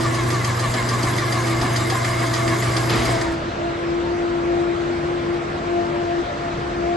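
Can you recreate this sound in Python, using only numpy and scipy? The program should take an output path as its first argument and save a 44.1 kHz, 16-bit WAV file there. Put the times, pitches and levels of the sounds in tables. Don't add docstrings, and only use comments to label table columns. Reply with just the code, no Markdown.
import sys
import numpy as np
from scipy import signal
from scipy.fft import rfft, irfft
from scipy.io import wavfile
from scipy.ndimage import uniform_filter1d

SR = 44100
rng = np.random.default_rng(int(sys.argv[2]) if len(sys.argv) > 2 else 0)


def wav_out(sig):
    wavfile.write(sys.argv[1], SR, np.round(np.clip(np.atleast_2d(sig).T, -1, 1) * 32767).astype(np.int16))


N = 306936
TIME = np.arange(N) / SR

# (time [s], level [dB])
FAN_LEVEL = [(0.0, -29), (0.27, -28.5), (0.52, -44), (1.28, -33), (1.57, -25.5), (1.76, -37), (1.86, -27.5),
             (2.02, -37), (2.5, -26), (2.66, -36.5), (2.95, -23.5), (3.14, -30), (3.31, -23), (3.45, -38),
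             (3.49, -25), (3.535, -64), (3.58, -26.5), (3.84, -26.5), (3.9, -24), (4.47, -21.5),
             (5.42, -26), (5.49, -31), (5.76, -26), (6.205, -25), (6.25, -38), (6.34, -43), (6.38, -32.5),
             (6.72, -28.5), (6.96, -26)]
# (time [s], level [dB])
OCTAVE_LEVEL = [(0, -35.5), (1.3, -37), (2.38, -32), (2.47, -27.5), (2.56, -35.5), (3.2, -29),
                (3.45, -38.5), (3.68, -31.5), (3.8, -37.5), (4.25, -34), (4.7, -31.5), (4.8, -37),
                (5.58, -40.5), (5.79, -23), (5.94, -38), (6.11, -27), (6.2, -37), (6.28, -34), (6.37, -36),
                (6.49, -29.5), (6.58, -35), (6.81, -32.5), (6.92, -24.5)]
# (time [s], left minus right [dB])
FAN_PAN = [(0, -3), (3.3, -1), (4.5, 5), (6.96, 3.5)]
# (multiple of the shaft rate, level [dB])
SHAFT_TONES = [(2, -44), (3, -40), (4, -48.5), (5, -45), (12, -59.5), (18, -60.5), (21, -49.5), (28, -48.5),
               (35, -51)]
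# (frequency [Hz], relative level [dB])
AIR_SPECTRUM = [(22, -15), (55, 3), (150, -0.5), (300, 1), (450, -1.5), (650, -1), (900, -4.5),
                (1400, -3.5), (2100, -11), (2800, -16), (4000, -19), (6000, -27), (8200, -31.5),
                (9500, -49.5)]
# (frequency [Hz], correlation)
AIR_LIKENESS = [(40, 1), (180, 0.98), (400, 0.75), (800, -0.046), (1500, -0.5), (2200, 0.83), (4000, 0.33),
                (8000, 0.11)]
PUMP_LIKENESS = [(60, 0.23), (300, 1), (700, 1), (1150, 0.53), (1500, 0.24), (2000, 1), (3500, 0.79),
                 (7000, 0.84), (9000, -0.89), (11500, -0.78)]
# (time [s], pitch [Hz], level [dB])
GLIMMERS = [(3.62, 615, -33), (4.07, 904, -37), (5.88, 887, -38), (5.94, 579.5, -30.5), (6.33, 594, -34)]
# (frequency [Hz], width [Hz], relative level [dB])
HIGH_HISS_BAND = [(11270, 560, 0)]
# (multiple of the mains frequency, relative level [dB])
HUM_TONES = [(2, 0), (4, -14.5), (6, -11.5)]
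# (time [s], strength [dB])
SHUDDERS = [(2.96, -23), (3.23, -26)]
# (time [s], thud [dB], hollow ring [dB])
KNOCKS = [(0.325, -20, -34), (0.744, -20.5, -26), (1.036, -19, -28), (1.334, -22, -28), (1.618, -16, -27),
          (1.642, -22, -28), (1.92, -17, -21), (2.214, -17.5, -29), (2.774, -21, -31), (3.089, -19, -25)]
# (time [s], relative clack level [dB], brightness [dB/octave], peak load [dB], tooth rate then [Hz])
STROKES = [(0.006, -22.5, 0, 9.5, 586), (0.144, -19.5, 12, 10, 544.6), (0.301, -19.5, 1, 8, 580),
           (0.444, -15.5, 5, 8, 550.5), (0.594, -19, 13, 10, 581), (0.737, -18.5, 2, 12, 543.6),
           (0.887, -15, 5, 9.5, 574), (1.029, -16.5, 12, 12, 555), (1.18, -22.5, -6.5, 9.5, 572),
           (1.321, -18, 1, 11.5, 546.5), (1.467, -22.5, -1.5, 8.5, 596.5), (1.611, -19.5, 1, 10.5, 553.6),
           (1.759, -14.5, 1.5, 8, 592), (1.899, -16, 2, 9, 538.5), (2.045, -19, -2, 7.5, 578),
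           (2.189, -25, 3, 9, 538), (2.336, -17.5, 1, 8.5, 580), (2.476, -21, -3, 11, 544),
           (2.623, -24, -6, 7, 597), (2.764, -14, 3, 7, 545), (2.894, -20, 3, 7.5, 592),
           (3.051, -19, 9, 6, 548)]
# (multiple of the tooth rate, relative level [dB])
GEAR_TONES = [(1, -20), (1.8, 2.5), (2, 11.5), (3.1, 3.5), (3.72, 1.5), (4, 5.5), (5, -2), (6, -13),
              (7, -11), (7.4, -13), (8, -17)]
# (frequency [Hz], relative level [dB])
HISS_SPECTRUM = [(1200, -20), (2200, -1), (2600, 12), (3400, 3.5), (4500, -8.5), (4900, -1.5), (5400, -5.5),
                 (6400, -3.5), (8200, -9), (9500, 12), (11500, -11)]
KNOCK_SPECTRUM = [(80, -16), (220, -2), (330, 10), (540, -8), (740, -3), (950, -1), (1600, -23),
                  (5000, -21), (9000, -37)]
RUSH_SPECTRUM = [(30, -12), (60, 8), (160, 9), (350, 11), (700, 3.5), (2000, 0), (5000, -5.5), (8000, -24),
                 (11000, -57.5)]
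RATTLE_SPECTRUM = [(60, -13), (110, 4.5), (260, -4), (520, -5.5), (850, -4), (1100, -1.5), (1400, -3.5),
                   (2100, -6), (2550, -16), (3300, -11), (4550, -12.5), (4950, -6.5), (5300, -15),
                   (8200, -11.5), (9200, -14.5), (11300, -19)]
# (frequency [Hz], width [Hz], relative level [dB])
STAND_RINGS = [(59.3, 8.8, 18.5), (86, 25, -14), (148, 19, -16), (257, 60, -16)]
VALVE_RINGS = [(1915, 190, 5), (2220, 82, -12), (3350, 600, -6), (4080, 70, -3), (4720, 390, -2.5),
               (4936, 41, -2), (6100, 240, -7.5), (6800, 76, -21), (8000, 1700, -24)]
HOUSING_RINGS = [(1096, 160, 1.5), (1193, 70, -3), (1705, 310, 6), (2087, 180, -1), (3820, 1100, 8),
                 (5200, 159, -17)]
GRIT_RINGS = [(1118, 82, -10.5), (1218, 55, 2), (1683, 100, -3.5), (2100, 73, -1.5), (2193, 74, -3)]

LAST_CLACK = (3.211, -20.5, -0.97)
POWER_OFF_S, COAST_S, PRESSURE_RISE_S = 3.15, 0.22, 1
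MAINS_HZ, LOW_TONE_HZ, SQUEAK_HZ, CYLINDER_HZ = 60.1, 95.9, 2070, 739
FAN_LOADED_HZ, FAN_FREE_HZ = 334.4, 344.7
FAN_FREED_S, FAN_SPIN_UP_S = 3.4, .27
LOAD_PEAK_S, LOAD_WIDTH_S = 0.051, 0.027
SAG_START_S, SAG_END_S, SAG_HZ_PER_S = 0.014, .106, 760


def undb(db):
    return 10 ** (np.asarray(db) / 20)


def unit(x):
    return x / np.sqrt(np.mean(x ** 2))


def over_time(points):
    return np.interp(TIME, *np.transpose(points))


def over_hz(points):
    hz, value = np.transpose(points)
    return np.interp(np.log(np.arange(N // 2 + 1) * SR / N + 1), np.log(hz), value)


def colour(x, spectrum):
    return irfft(rfft(x) * undb(over_hz(spectrum)), N)


def ring(x, rings):
    return sum(undb(db) * signal.lfilter(*signal.iirpeak(hz, hz / width, SR), x)
               for hz, width, db in rings)


def wander(rate):
    hold = int(SR / rate)
    steps = np.repeat(rng.standard_normal(N // hold + 1), hold)
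    return 1.3 * uniform_filter1d(uniform_filter1d(steps, hold), hold)[:N]


def flicker(x, depth_db, rate, count):
    spectrum = rfft(x)
    band = np.searchsorted(np.geomspace(200, 8000, count), np.arange(N // 2 + 1) * SR / N)
    return sum(irfft(spectrum * (band == k), N) * undb(depth_db * wander(rate))
               for k in range(count + 1))


def noise_pair(likeness=PUMP_LIKENESS):
    mid, side = rfft(rng.standard_normal((2, N)))
    alike = np.clip(over_hz(likeness), -1, 1)
    return irfft(mid * np.sqrt(1 + alike) + np.array([[1], [-1]]) * side * np.sqrt(1 - alike), N)


def bursts(events, rise_s, decay_s):
    power = np.zeros(N)
    for s, db in events:
        span = slice(*np.searchsorted(TIME, [s, s + 10 * decay_s]))
        age = TIME[span] - s
        power[span] += (undb(db) * (1 - np.exp(-age / rise_s)) * np.exp(-age / decay_s)) ** 2
    return np.sqrt(power)


def swell(peak_s, width_s):
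    return np.exp(-np.minimum(((TIME - peak_s) / width_s) ** 2, 20))


def turns(hz):
    return 2 * np.pi * (np.cumsum(hz) / SR + rng.random())


def room(x, echo_db, fade_s):
    age = TIME[:SR]
    tail = rng.standard_normal((2, SR)) * undb(-60 * age / fade_s) * (age > .004)
    tail /= np.sqrt(np.sum(tail ** 2, axis=1, keepdims=True))
    return x + undb(echo_db) * signal.fftconvolve(np.atleast_2d(x), tail, axes=1)[:, :N]


def fan():
    loaded = np.exp(-np.maximum(TIME - FAN_FREED_S, 0) / FAN_SPIN_UP_S)
    blade_hz = FAN_FREE_HZ + (FAN_LOADED_HZ - FAN_FREE_HZ) * loaded
    tone_db = over_time(FAN_LEVEL) + 1.7 * wander(22.02)
    pan_db = over_time(FAN_PAN) + 1.3 * wander(13)
    phase = turns(blade_hz * (1 + 0.0042 * wander(24.9)))
    side = np.array([[.5], [-.5]])
    tone = undb(tone_db + side * pan_db) * np.sin(phase + side * 0.95)
    octave_db = over_time(OCTAVE_LEVEL) + side * 4.3 + 2.4 * wander(25)
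    octave = undb(octave_db) * np.sin(2 * phase + side * 1.63 + 0.95 * wander(32))
    shaft = phase / 7
    weak_tones = sum(undb(db + 2.5 * wander(9)) * np.sin(k * shaft + .8 * wander(10) + side * .07 * k)
                     for k, db in SHAFT_TONES)
    air = colour(noise_pair(AIR_LIKENESS), AIR_SPECTRUM)
    air = unit(flicker(air, depth_db=1.4, rate=35, count=24))
    return np.sqrt(2) * (tone + octave + weak_tones) + air * undb(-27.5 + side * 0.26)


def glimmers():
    side_shift = np.array([[.7], [-.7]])
    tones = 0
    for s, hz, db in GLIMMERS:
        phase = turns(hz * (1 + 0.00378 * wander(30)))
        tones += undb(db) * swell(s, width_s=.055) * np.sin(phase + side_shift)
    return np.sqrt(2) * tones


def high_hiss(end_s=3.15):
    fade = np.clip((end_s - TIME) / .05, 0, 1)
    hiss = ring(ring(rng.standard_normal(N), HIGH_HISS_BAND), HIGH_HISS_BAND)
    return fade * unit(hiss * undb(3 * wander(40) + 3 * wander(300))) * undb(-50)


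def motor():
    hum_db = -24 - 157 * np.maximum(TIME - POWER_OFF_S, 0)
    phase = turns(MAINS_HZ * (1 + 0.0028 * wander(11.32)))
    hum = sum(undb(db + wander(20)) * np.sin(k * phase + 2 * np.pi * rng.random())
              for k, db in HUM_TONES)
    low_db = -6 - 8.9 * TIME + 2 * wander(3.5)
    low_tone = undb(low_db) * np.sin(turns(LOW_TONE_HZ * (1 + 0.014 * wander(7.3))))
    return unit(hum + low_tone) * undb(hum_db)


def shudder():
    return unit(ring(rng.standard_normal(N), STAND_RINGS)) * bursts(SHUDDERS, rise_s=0.033, decay_s=0.12)


def rod_squeak():
    swells = sum(swell(row[0] + 0.112, width_s=0.017) for row in STROKES[::2])
    loudness = swells * undb(-35.5 + 2 * wander(7))
    phase = turns(SQUEAK_HZ * (1 + .008 * wander(20) + .012 * wander(400)))
    return np.sqrt(2) * loudness * np.sin(phase)


def paint_hiss():
    hiss = unit(colour(noise_pair() * undb(2 * wander(600)), HISS_SPECTRUM))
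    return hiss * bursts([(row[0], -34.5) for row in STROKES], rise_s=0.006, decay_s=0.043)


def paint_knocks():
    s, thud_db, ring_db = np.transpose(KNOCKS)
    thuds = unit(colour(noise_pair(), KNOCK_SPECTRUM))
    thuds *= bursts(zip(s, thud_db), rise_s=0.0018, decay_s=0.012)
    hollow = np.sqrt(2) * np.sin(turns(CYLINDER_HZ * (1 + 0.0503 * wander(250))))
    hollow *= bursts(zip(s, ring_db), rise_s=0.002, decay_s=0.018)
    return room(thuds + hollow, echo_db=-17, fade_s=0.94)


def paint_rush():
    rush = unit(colour(noise_pair(), RUSH_SPECTRUM))
    return rush * bursts([(2.89, -20.5)], rise_s=0.0053, decay_s=0.23)


def valves():
    s, clack_db, brightness = np.transpose([row[:3] for row in STROKES] + [LAST_CLACK])
    chatter, clacks = noise_pair(), 0
    for hz, width, db in VALVE_RINGS:
        blow_db = clack_db + brightness * np.log2(hz / 4900)
        blows = bursts(zip(s, blow_db), rise_s=0.0032, decay_s=0.0059)
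        clacks += ring(chatter * blows, [(hz, width, db)])
    return room(clacks * undb(11), echo_db=-4.5, fade_s=0.11)


def gear_strain():
    s, _, _, peak_db, tooth_hz = np.transpose(STROKES)
    sag_s = np.array([SAG_START_S, SAG_END_S])
    corners = s[:, None] + sag_s
    rates = tooth_hz[:, None] - SAG_HZ_PER_S * (sag_s - LOAD_PEAK_S)
    load_db = sum(db * swell(start + LOAD_PEAK_S, LOAD_WIDTH_S) for start, db in zip(s, peak_db))
    return np.interp(TIME, corners.ravel(), rates.ravel()), load_db


def gears():
    tooth_hz, load_db = gear_strain()
    slack = np.exp(-TIME / PRESSURE_RISE_S)
    coast = np.clip((TIME - POWER_OFF_S) / COAST_S, 0, 1)
    roughness = .022 - .011 * slack + .03 * coast
    phase = turns(tooth_hz * (1 - 0.15 * coast) * (1 + .006 * wander(40) + roughness * wander(350)))
    teeth = sum(undb(db + wander(45)) * np.sin(k * phase + .5 * wander(130)) * (1 + .45 * wander(220))
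                for k, db in GEAR_TONES)
    whine = unit(ring(teeth * undb(load_db), HOUSING_RINGS)) * undb(-33.2 + 10 * coast)
    grain = undb(0.14 * load_db + 0.89 * wander(500))
    rattle = flicker(colour(noise_pair() * grain, RATTLE_SPECTRUM), depth_db=2.2, rate=45, count=28)
    rattle = unit(rattle) * undb(-28 - slack - 6 * coast)
    grit = sum(ring(noise_pair() * undb(5 * wander(110)), [row]) for row in GRIT_RINGS)
    grit = unit(grit) * undb(-33.5 - 13 * slack - 6 * coast)
    return (room(whine, echo_db=-9.5, fade_s=0.17) + rattle + grit) * np.sqrt(1 - coast)


def scene():
    pump = gears() + valves() + rod_squeak()
    hiss = high_hiss()
    paint = paint_hiss() + paint_knocks() + paint_rush()
    return pump + hiss + paint + shudder() + motor() + fan() + glimmers()


def record(dry):
    return signal.sosfilt(signal.ellip(10, .2, 80, 11700, fs=SR, output="sos"), dry)


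dry = scene()
out = record(dry)
wav_out(out)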